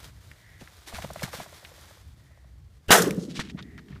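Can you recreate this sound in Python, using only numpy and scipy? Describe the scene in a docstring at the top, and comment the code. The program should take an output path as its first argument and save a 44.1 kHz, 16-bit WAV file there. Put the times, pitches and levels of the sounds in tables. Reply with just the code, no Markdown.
"""Game bird and shotgun blast

A walker in a leafy crop flushes a game bird: wingbeats are short hollow tones mixed with noise.
One shotgun blast follows: a sharp pressure pulse, noise scattered by the plants, and low thumping echoes.
Steps, scuffs and snapping stalks are short noise bursts, and the leaves rustle as noise with tiny ticks.
Behind them lie low wind, a faint hiss of air and a hoarse far bird call.
"""
import sys
import numpy as np
from scipy.fft import rfft, irfft, next_fast_len
from scipy.io import wavfile
from scipy.ndimage import map_coordinates

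SR = 44100
rng = np.random.default_rng(int(sys.argv[2]) if len(sys.argv) > 2 else 0)


def wrap_up_sound(samples):
    """Save the sound to the file named by the first command line argument, as 16-bit audio."""
    columns = np.atleast_2d(samples).T
    # keep every value between -1 and 1, then stretch to whole-number steps
    tamed = np.clip(columns, -1, 1)
    steps = np.round(tamed * 32767).astype(np.int16)
    wavfile.write(sys.argv[1], SR, steps)


N = 176400  # samples: 4 seconds

# Edges of the bands in which the blast dies away: edge_hz
BAND_EDGES = [90, 600, 2100, 5000, 16000]
# Tone colour of the scattered blast: frequency_hz, level_db
BLAST_COLOUR = [(59, -53), (100, -30.5), (166, -1), (248, -8), (275, -5.5), (355, -9.5), (438, 4.5),
                (564, -6), (682, -6), (861, -9.5), (1110, -9), (1210, -7.5), (1880, -9), (2270, -12.5),
                (2630, -10), (4960, -15.5), (5630, -15), (14500, -23.5), (15500, -34.5)]
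# Fading of the scatter, one row per band:
# level_db, attack_s, hold_s, decay_db_per_s, tail_level_db, tail_decay_db_per_s
SCATTER_BANDS = [(-21, .002, 0.034, 85, -58.5, 35), (-12.5, 0.0011, 0.023, 200.5, -51, 48.5),
                 (-16, .001, 0.011, 205.5, -53, 48), (-15.5, 0.0003, 0.016, 201, -58.5, 45)]
# Tone colour of the swell ahead of the crack: frequency_hz, level_db
LEAD_COLOUR = [(15, -44), (25, 1), (129, -10), (431, -6.5), (1190, -21), (1550, -9), (2280, -30),
               (2900, -4), (3700, -45.5), (8000, -49.5), (10400, -66), (17600, -120)]
# Sine tones layered under the blast: pitch_hz, level_db (before BLAST_TONES_DB)
BLAST_TONES = [(446.8, -29.5), (667.5, -35), (748.3, -34), (909.8, -34.5), (1130, -36.5), (1287, -33.5),
               (1378, -34), (1540, -36), (1750, -32.5), (1820, -33), (1873, -37.5)]
# Echoes off banks and tree lines: start_s, level_db, rise_s, pitch_hz
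ECHO_THUMPS = [(3.006, -19.5, .005, 210), (3.037, -20, 0.0025, 350), (3.069, -22.5, 0.005, 414),
               (3.078, -19.5, 0.0043, 315), (3.13, -27.5, 0.0045, 198), (3.175, -20, 0.0071, 188),
               (3.217, -26.5, 0.0073, 190), (3.231, -31, 0.0055, 368), (3.283, -28.5, 0.0044, 267),
               (3.372, -28.5, .007, 195), (3.546, -25, 0.0046, 172), (3.626, -33.5, .005, 154),
               (3.904, -35, 0.0052, 166), (3.923, -33.5, 0.0081, 134)]
# Tone colour of the low roll: frequency_hz, level_db
ROLL_COLOUR = [(29, -58), (50, -38.5), (135, 0), (184, 6), (300, -3), (443, -10.5), (534, -39.5),
               (621, -22), (1000, -37), (1300, -73), (2200, -120), (2000, -45), (5000, -90)]
# Wingbeats: start_s, level_db (before BEAT_DB or PUSH_DB), pitch_hz (at the peak), rise_s
WINGBEATS = [(0.922, -38, 720, 0.005), (0.982, -33, 690, 0.0057), (1.045, -26.5, 600, 0.0023),
             (1.101, -31, 677, 0.0041), (1.158, -31, 657, 0.003), (1.219, -27, 592, 0.003),
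             (1.276, -38.5, 827, 0.0049), (1.335, -31.5, 550, 0.0038), (1.399, -29, 700, 0.0037),
             (1.459, -40, 674, 0.0044), (1.525, -45, 605, 0.0042), (1.626, -46, 583, 0.0047),
             (1.715, -44, 538, 0.0038), (1.778, -47, 594, 0.0042), (1.842, -51, 820, 0.0039),
             (1.907, -46, 604, 0.0042), (1.971, -50, 560, 0.0036), (2.305, -55.5, 636, 0.0048),
             (2.373, -50.5, 619, 0.0029), (2.442, -57, 651, 0.0042)]
# Scuffs in the plants: peak_s, level_db, half_length_s, centre_hz, upper_edge_hz
SCUFFS = [(0.612, -52, 0.011, 2550, 12000), (0.884, -47.5, 0.013, 2970, 14000),
          (0.958, -40, 0.017, 1800, 12000), (1.025, -37, 0.0037, 1590, 12200),
          (1.041, -43, 0.0063, 1260, 6000), (1.258, -44, 0.01, 1400, 12000),
          (1.352, -46, .012, 1490, 12000), (1.402, -46, 0.021, 1800, 12000),
          (3.224, -51, 0.033, 5200, 9000), (3.312, -49.5, .015, 3200, 8100),
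          (3.371, -38.5, 0.014, 2970, 7600), (3.405, -35, 0.012, 2630, 7400),
          (3.452, -49, 0.023, 2380, 6800), (3.502, -46.5, 0.0085, 2600, 6850),
          (3.593, -42.5, 0.011, 1540, 4540), (3.791, -48.5, 0.0059, 1720, 5400),
          (3.889, -58, 0.0062, 1970, 5000), (3.922, -57.5, 0.016, 1810, 4850),
          (3.965, -58, 0.017, 1630, 4430)]
# Snapping stalks and dry clicks: start_s, level_db, decay_s, centre_hz, width (over centre), upper_edge_hz
SNAPS = [(0.315, -38.5, 0.0024, 2050, 0.27, 12000), (0.675, -43, 0.0052, 1800, 0.56, 6000),
         (0.876, -53, 0.0035, 3000, 2, 14000), (1.134, -39, 0.0025, 8900, 0.96, 15000),
         (1.194, -38.5, .007, 1990, 0.37, 9000), (1.2347, -26, 0.0036, 1790, 0.37, 14000),
         (1.333, -34.5, 0.0066, 1210, .6, 6000), (1.649, -37, 0.0043, 2330, 0.61, 4960),
         (3.1086, -22, 0.0013, 2380, 0.1, 14500), (3.393, -26, 0.0027, 1540, 0.93, 5000),
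         (3.408, -30, 0.0052, 1710, 0.31, 5000), (3.498, -37, .003, 2400, 0.5, 7000),
         (3.626, -41, 0.0038, 3600, 0.54, 7040), (3.779, -41, 0.0052, 1770, 0.29, 4960),
         (3.926, -49, 0.0062, 1890, 0.22, 4000), (3.959, -48, .005, 1270, 0.46, 3000)]
# Soft footfalls: start_s, level_db
FOOTFALLS = [(0.611, -40.5), (0.934, -36.5), (1.039, -35), (1.234, -30), (1.386, -41.5), (3.389, -29.5)]
# Tone colour of a footfall: frequency_hz, level_db
FOOT_COLOUR = [(25, 4), (60, -12), (160, 9.5), (300, -9), (700, -13.5), (3000, -49)]
# Rise and fall of the rustling leaves: time_s, level_db (before RUSTLE_DB)
RUSTLE_LEVEL = [(0.0, -57), (0.06, -53), (0.12, -65.5), (0.31, -61), (0.55, -66.5), (0.62, -58.5),
                (0.8, -60), (0.86, -61), (0.88, -45), (0.93, -55), (0.95, -48.5), (1.1, -54), (1.23, -50.5),
                (1.23, -37.5), (1.27, -49), (1.31, -54.5), (1.35, -43), (1.5, -56.5), (1.58, -53),
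                (1.6, -56), (1.95, -57.5), (2.05, -66.5), (2.68, -78.5), (2.78, -70.5), (2.79, -82),
                (2.86, -72)]
# Tone colour of the leaves: frequency_hz, level_db
LEAF_COLOUR = [(180, -42.5), (300, -6), (500, -8), (696, -6), (835, -8), (1910, -7), (2790, -11),
               (3510, -8.5), (4570, -11), (14500, -20), (15500, -28.5)]
# Far calls: peak_s, level_db, half_length_s
FAR_CALLS = [(0.51, -60, 0.1), (2.34, -69.5, .10), (3.713, -60.5, 0.083)]
# Rise and fall of the wind: time_s, level_db (before WIND_DB)
WIND_LEVEL = [(0, -51), (.7, -48), (1.25, -45), (1.45, -53), (2.1, -51.5), (2.4, -49), (2.85, -51),
              (4, -48.5)]
# Tone colour of the wind: frequency_hz, level_db
WIND_COLOUR = [(15, -43), (25, -30), (59, -1.5), (75, 0), (132, -9.5), (238, -27), (266, -23.5),
               (350, -30.5), (460, -58), (770, -120), (900, -64)]
# Tone colour of the hiss of air: frequency_hz, level_db
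AIR_COLOUR = [(120, -26), (200, 2), (315, -30.5), (352, -6.5), (392, -8.5), (430, -6.5), (812, -12.5),
              (4750, -20.5), (15500, -32.5)]

SHOT_S = 2.9063  # moment of the crack
LEAD_S, LEAD_DB, LEAD_HISS_DB = 0.023, -22.5, -38.5  # start before the crack, swell level, hiss level
SHOCK_DB, SHOCK_S = 5.5, 0.00066  # level; time until the pressure crosses zero
THUD_DB, THUD_HZ, THUD_RISE_S = -25.5, 57.4, 0.0023  # the low push of the muzzle gas
BLAST_TONES_DB, BLAST_TONES_ATTACK_S, BLAST_TONES_DB_PER_S = 4.5, 0.012, 236.5  # added level, attack, decay
ECHO_DIFFUSE = 0.27  # noise mixed into an echo
SLAP_S, SLAP_DB, SLAP_RISE_S = 3.019, -22, 0.0028  # a bright near reflection
ROLL_DB, ROLL_DB_PER_DECADE = -29, 26  # level; fall for each tenfold growth in time
ROLL_ONSET_S, ROLL_WOBBLE_DB = 0.15, -0.5
BEAT_DB, BEAT_SAG, BEAT_ROUGH = -2, 0.072, 0.51  # added level, starting pitch rise (share), noise mixed in
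PUSH_DB, PUSH_HZ, PUSH_LAG_S = -8.5, 162.5, 0.0115  # the push of air after each beat
SCUFF_WIDTH, SCUFF_GRAIN = 0.87, 0.28  # width over centre; depth of the graininess
SNAP_CRACK = 0.041  # broadband part of a snap
FOOT_RISE_S = 0.0054
RUSTLE_DB, CRINKLE_DB, CRINKLES_PER_S = 2, -6, 260  # added level, crinkle share, average tick rate
CALL_HZ, CALL_WIDTH = 1915, 0.14  # pitch; half the width of its hoarseness over the pitch
CALL_TONE, CALL_ARCH = 0.6, 0.0062  # clean tone mixed in; share the pitch falls at one half length
WIND_DB, WIND_WOBBLE_DB = -1.5, 3  # added level; size of the wavering
AIR_DB = -69
PEAK_LIMIT, TOP_HZ = 0.88, 15400  # largest rounded level (full scale is 1); upper band limit
MIC_DIP_HZ, MIC_DIP_WIDTH, MIC_DIP_DEPTH = 2640, 0.23, 0.21  # centre, width over centre, depth (share)


def amp(db):
    """Turn decibels into a plain gain."""
    return 10 ** (np.asarray(db) / 20)


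def unit(x):
    """Scale a sound to an rms (average strength) of 1."""
    return x / np.sqrt(np.mean(x ** 2) + 1e-20)


def clock():
    """Give the time of each sample in seconds."""
    return np.arange(N) / SR


def curve(rows):
    """Join (time_s, value) points with straight lines."""
    return np.interp(clock(), *np.transpose(rows))


def wobble(rate):
    """Make a smooth random curve with this many random points a second."""
    return map_coordinates(rng.standard_normal(8192), [clock() * rate], mode="wrap")


def filtered(x, response):
    """Weaken or strengthen each frequency of x by the given response."""
    size = next_fast_len(N + 8192)
    spectrum = rfft(x, size) * response(np.fft.rfftfreq(size, 1 / SR))
    return irfft(spectrum, size)[:N]


def shape(points):
    """Make a response through (frequency_hz, level_db) points, joined along a log scale."""
    f, db = np.transpose(points)
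    return lambda hz: amp(np.interp(np.log(hz + 1), np.log(f + 1), db))


def resonance(centre, width):
    """Make a response that favours pitches near the centre; width is relative to it."""
    return lambda f: 1j * f * centre * width / (centre ** 2 - f ** 2 + 1j * f * centre * width)


def noise(response):
    """Make coloured noise of rms 1."""
    return unit(filtered(rng.standard_normal(N), response))


def swell(peak_s, half):
    """Make a bell-shaped envelope around its peak."""
    return np.exp(-0.5 * np.minimum(((clock() - peak_s) / half) ** 2, 200))


def puff(start, rise):
    """Make an envelope that begins at start, peaks after rise and dies away."""
    u = np.clip((clock() - start) / rise, 0, 60)
    return u * np.exp(1 - u)


def burst(envelope, response):
    """Put coloured noise under a short envelope and give it the envelope's own energy."""
    x = envelope * noise(response)
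    return x * np.linalg.norm(envelope) / (np.linalg.norm(x) + 1e-20)


def shot():
    """A short swell, the shock's pressure pulse, then dense scatter from the field that dies band by band."""
    t = clock() - SHOT_S
    age = np.maximum(t, 0)
    lead = amp(LEAD_DB) * swell(SHOT_S - 0.006, 0.0068) * noise(shape(LEAD_COLOUR))
    hiss = amp(LEAD_HISS_DB) * (t > -LEAD_S) * (t < 0) * noise(shape(BLAST_COLOUR))
    u = np.minimum(age / SHOCK_S, 20)
    shock = -amp(SHOCK_DB) * (t > 0) * (1 - u) * np.exp(-u)
    out = lead + hiss + shock
    for lo, hi, row in zip(BAND_EDGES, BAND_EDGES[1:], SCATTER_BANDS):
        db, attack, hold, decay, tail_db, tail_decay = row
        early = amp(db - decay * np.maximum(age - hold, 0))
        tail = amp(tail_db - tail_decay * age)
        onset = 1 - np.exp(-age / attack)
        flicker = amp(2.3 * wobble(170))
        band = noise(lambda f: shape(BLAST_COLOUR)(f) * (f > lo) * (f < hi))
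        out += (early + tail) * onset * flicker * band
    return out


def shot_body():
    """A low push of muzzle gas just ahead of the crack, and fading sine tones that thicken the blast noise."""
    age = np.maximum(clock() - SHOT_S, 0)
    tones = np.zeros(N)
    for hz, db in BLAST_TONES:
        tone = np.sin(2 * np.pi * (hz * age + rng.random()))
        tones += amp(db - BLAST_TONES_DB_PER_S * age) * tone
    tones *= 1 - np.exp(-age / BLAST_TONES_ATTACK_S)
    start = SHOT_S - LEAD_S
    thud = np.sin(2 * np.pi * THUD_HZ * (clock() - start)) * puff(start, THUD_RISE_S)
    return amp(THUD_DB) * thud + amp(BLAST_TONES_DB) * tones


def echoes():
    """Returning sound makes thumps of a few cycles and one bright slap, over a low roll that fades."""
    t = clock()
    age = np.maximum(t - SHOT_S, 0) / ROLL_ONSET_S
    fall_db = ROLL_DB_PER_DECADE * np.log10(np.maximum(age, 1))
    roll_db = ROLL_DB - fall_db + ROLL_WOBBLE_DB * wobble(45)
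    out = np.minimum(age, 1) * amp(roll_db) * noise(shape(ROLL_COLOUR))
    for s, db, rise, hz in ECHO_THUMPS:
        thump = np.sin(2 * np.pi * hz * (t - s)) * puff(s, rise) ** 2
        diffuse = burst(puff(s, rise), lambda f: resonance(hz, 1.3)(f) ** 3)
        out += amp(db) * (thump + ECHO_DIFFUSE * diffuse)
    slap = puff(SLAP_S, SLAP_RISE_S) * noise(resonance(6200, 0.62))
    return out + amp(SLAP_DB) * slap


def wings():
    """Each downstroke gives a short hollow whup that sags in pitch, then a push of air."""
    out, t = np.zeros(N), clock()
    flutter = noise(lambda f: resonance(760, 1.3)(f) ** 2)
    for s, db, hz, rise in WINGBEATS:
        u = np.clip((t - s) / rise, 0, 20)
        sag = 1 + BEAT_SAG * (1 - u / 2)  # the pitch slides down through hz at the peak
        tone = np.sin(2 * np.pi * hz * (t - s) * sag)
        whup = (tone + BEAT_ROUGH * flutter) * puff(s, rise) ** 2
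        push = np.sin(2 * np.pi * PUSH_HZ * (t - s)) * puff(s + PUSH_LAG_S, 0.0045) ** 2
        out += amp(db) * (amp(BEAT_DB) * whup + amp(PUSH_DB) * push)
    return out


def scuffs():
    """Plants brushed aside give soft swells of grainy noise."""
    out = np.zeros(N)
    grain = unit(np.exp(SCUFF_GRAIN * wobble(600)))
    for s, db, half, hz, edge in SCUFFS:
        brush = noise(lambda f: resonance(hz, SCUFF_WIDTH)(f) / np.sqrt(1 + (f / edge) ** 6))
        out += amp(db) * swell(s, half) * grain * brush
    return out


def snaps():
    """A snapping stalk starts at once and dies fast: noise around one pitch plus a broadband crack."""
    out, t = np.zeros(N), clock()
    for s, db, decay, hz, width, edge in SNAPS:
        def colour(f):
            """Sum the pitched part and the crack, then soften the top."""
            return (resonance(hz, 2 * width)(f) ** 3 + SNAP_CRACK) / np.sqrt(1 + (f / edge) ** 6)

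        fade = (t >= s) * np.exp(-np.clip((t - s) / decay, 0, 20))
        out += amp(db) * burst(fade, colour)
    return out


def footfalls():
    """The dull weight of each foot is a short puff of mostly low noise."""
    return sum(amp(db) * burst(puff(s, FOOT_RISE_S), shape(FOOT_COLOUR)) for s, db in FOOTFALLS)


def leaves():
    """Leaves slide over each other as noise that rises and falls, with tiny random crinkles on top."""
    ticks = (rng.random(N) < CRINKLES_PER_S / SR) * rng.uniform(-1, 1, N)
    crinkle = unit(filtered(ticks, shape(LEAF_COLOUR)))
    level = amp(curve(RUSTLE_LEVEL) + RUSTLE_DB + 1.5 * wobble(45))
    return level * (noise(shape(LEAF_COLOUR)) + amp(CRINKLE_DB) * crinkle)


def far_calls():
    """A far bird mixes a clean tone and hoarse noise; the tone's pitch arches up and down."""
    out = np.zeros(N)
    hoarse = noise(lambda f: resonance(CALL_HZ, 2 * CALL_WIDTH)(f) ** 2)
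    for s, db, half in FAR_CALLS:
        hz = CALL_HZ * (1 - CALL_ARCH * np.minimum(((clock() - s) / half) ** 2, 10))
        tone = np.sin(2 * np.pi * np.cumsum(hz) / SR)
        out += amp(db) * swell(s, half) * (hoarse + CALL_TONE * tone)
    return out


def wind():
    """Light wind is a low rumble of noise whose level wavers."""
    waver_db = WIND_WOBBLE_DB * wobble(18) + 2 * wobble(8.7)
    return amp(curve(WIND_LEVEL) + WIND_DB + waver_db) * noise(shape(WIND_COLOUR))


def air():
    """Open air is a faint, steady hiss of noise."""
    return amp(AIR_DB) * noise(shape(AIR_COLOUR))


def scene():
    """Add up everything at one microphone."""
    blast = shot() + shot_body() + echoes()
    walker = scuffs() + snaps() + footfalls() + leaves()
    background = far_calls() + wind() + air()
    return (blast + wings() + walker + background)[None]


def record(dry):
    """Round off loud peaks, dip a little in the upper mids and cut steeply above the band limit."""
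    rounded = dry[0] / (1 + np.abs(dry[0] / PEAK_LIMIT) ** 6) ** (1 / 6)

    def response(f):
        """Combine the microphone's shallow dip with the steep upper limit."""
        dip = 1 - MIC_DIP_DEPTH * resonance(MIC_DIP_HZ, MIC_DIP_WIDTH)(f)
        return dip / np.sqrt(1 + (f / TOP_HZ) ** 200)

    return filtered(rounded, response)[None]


dry = scene()
out = record(dry)
wrap_up_sound(out)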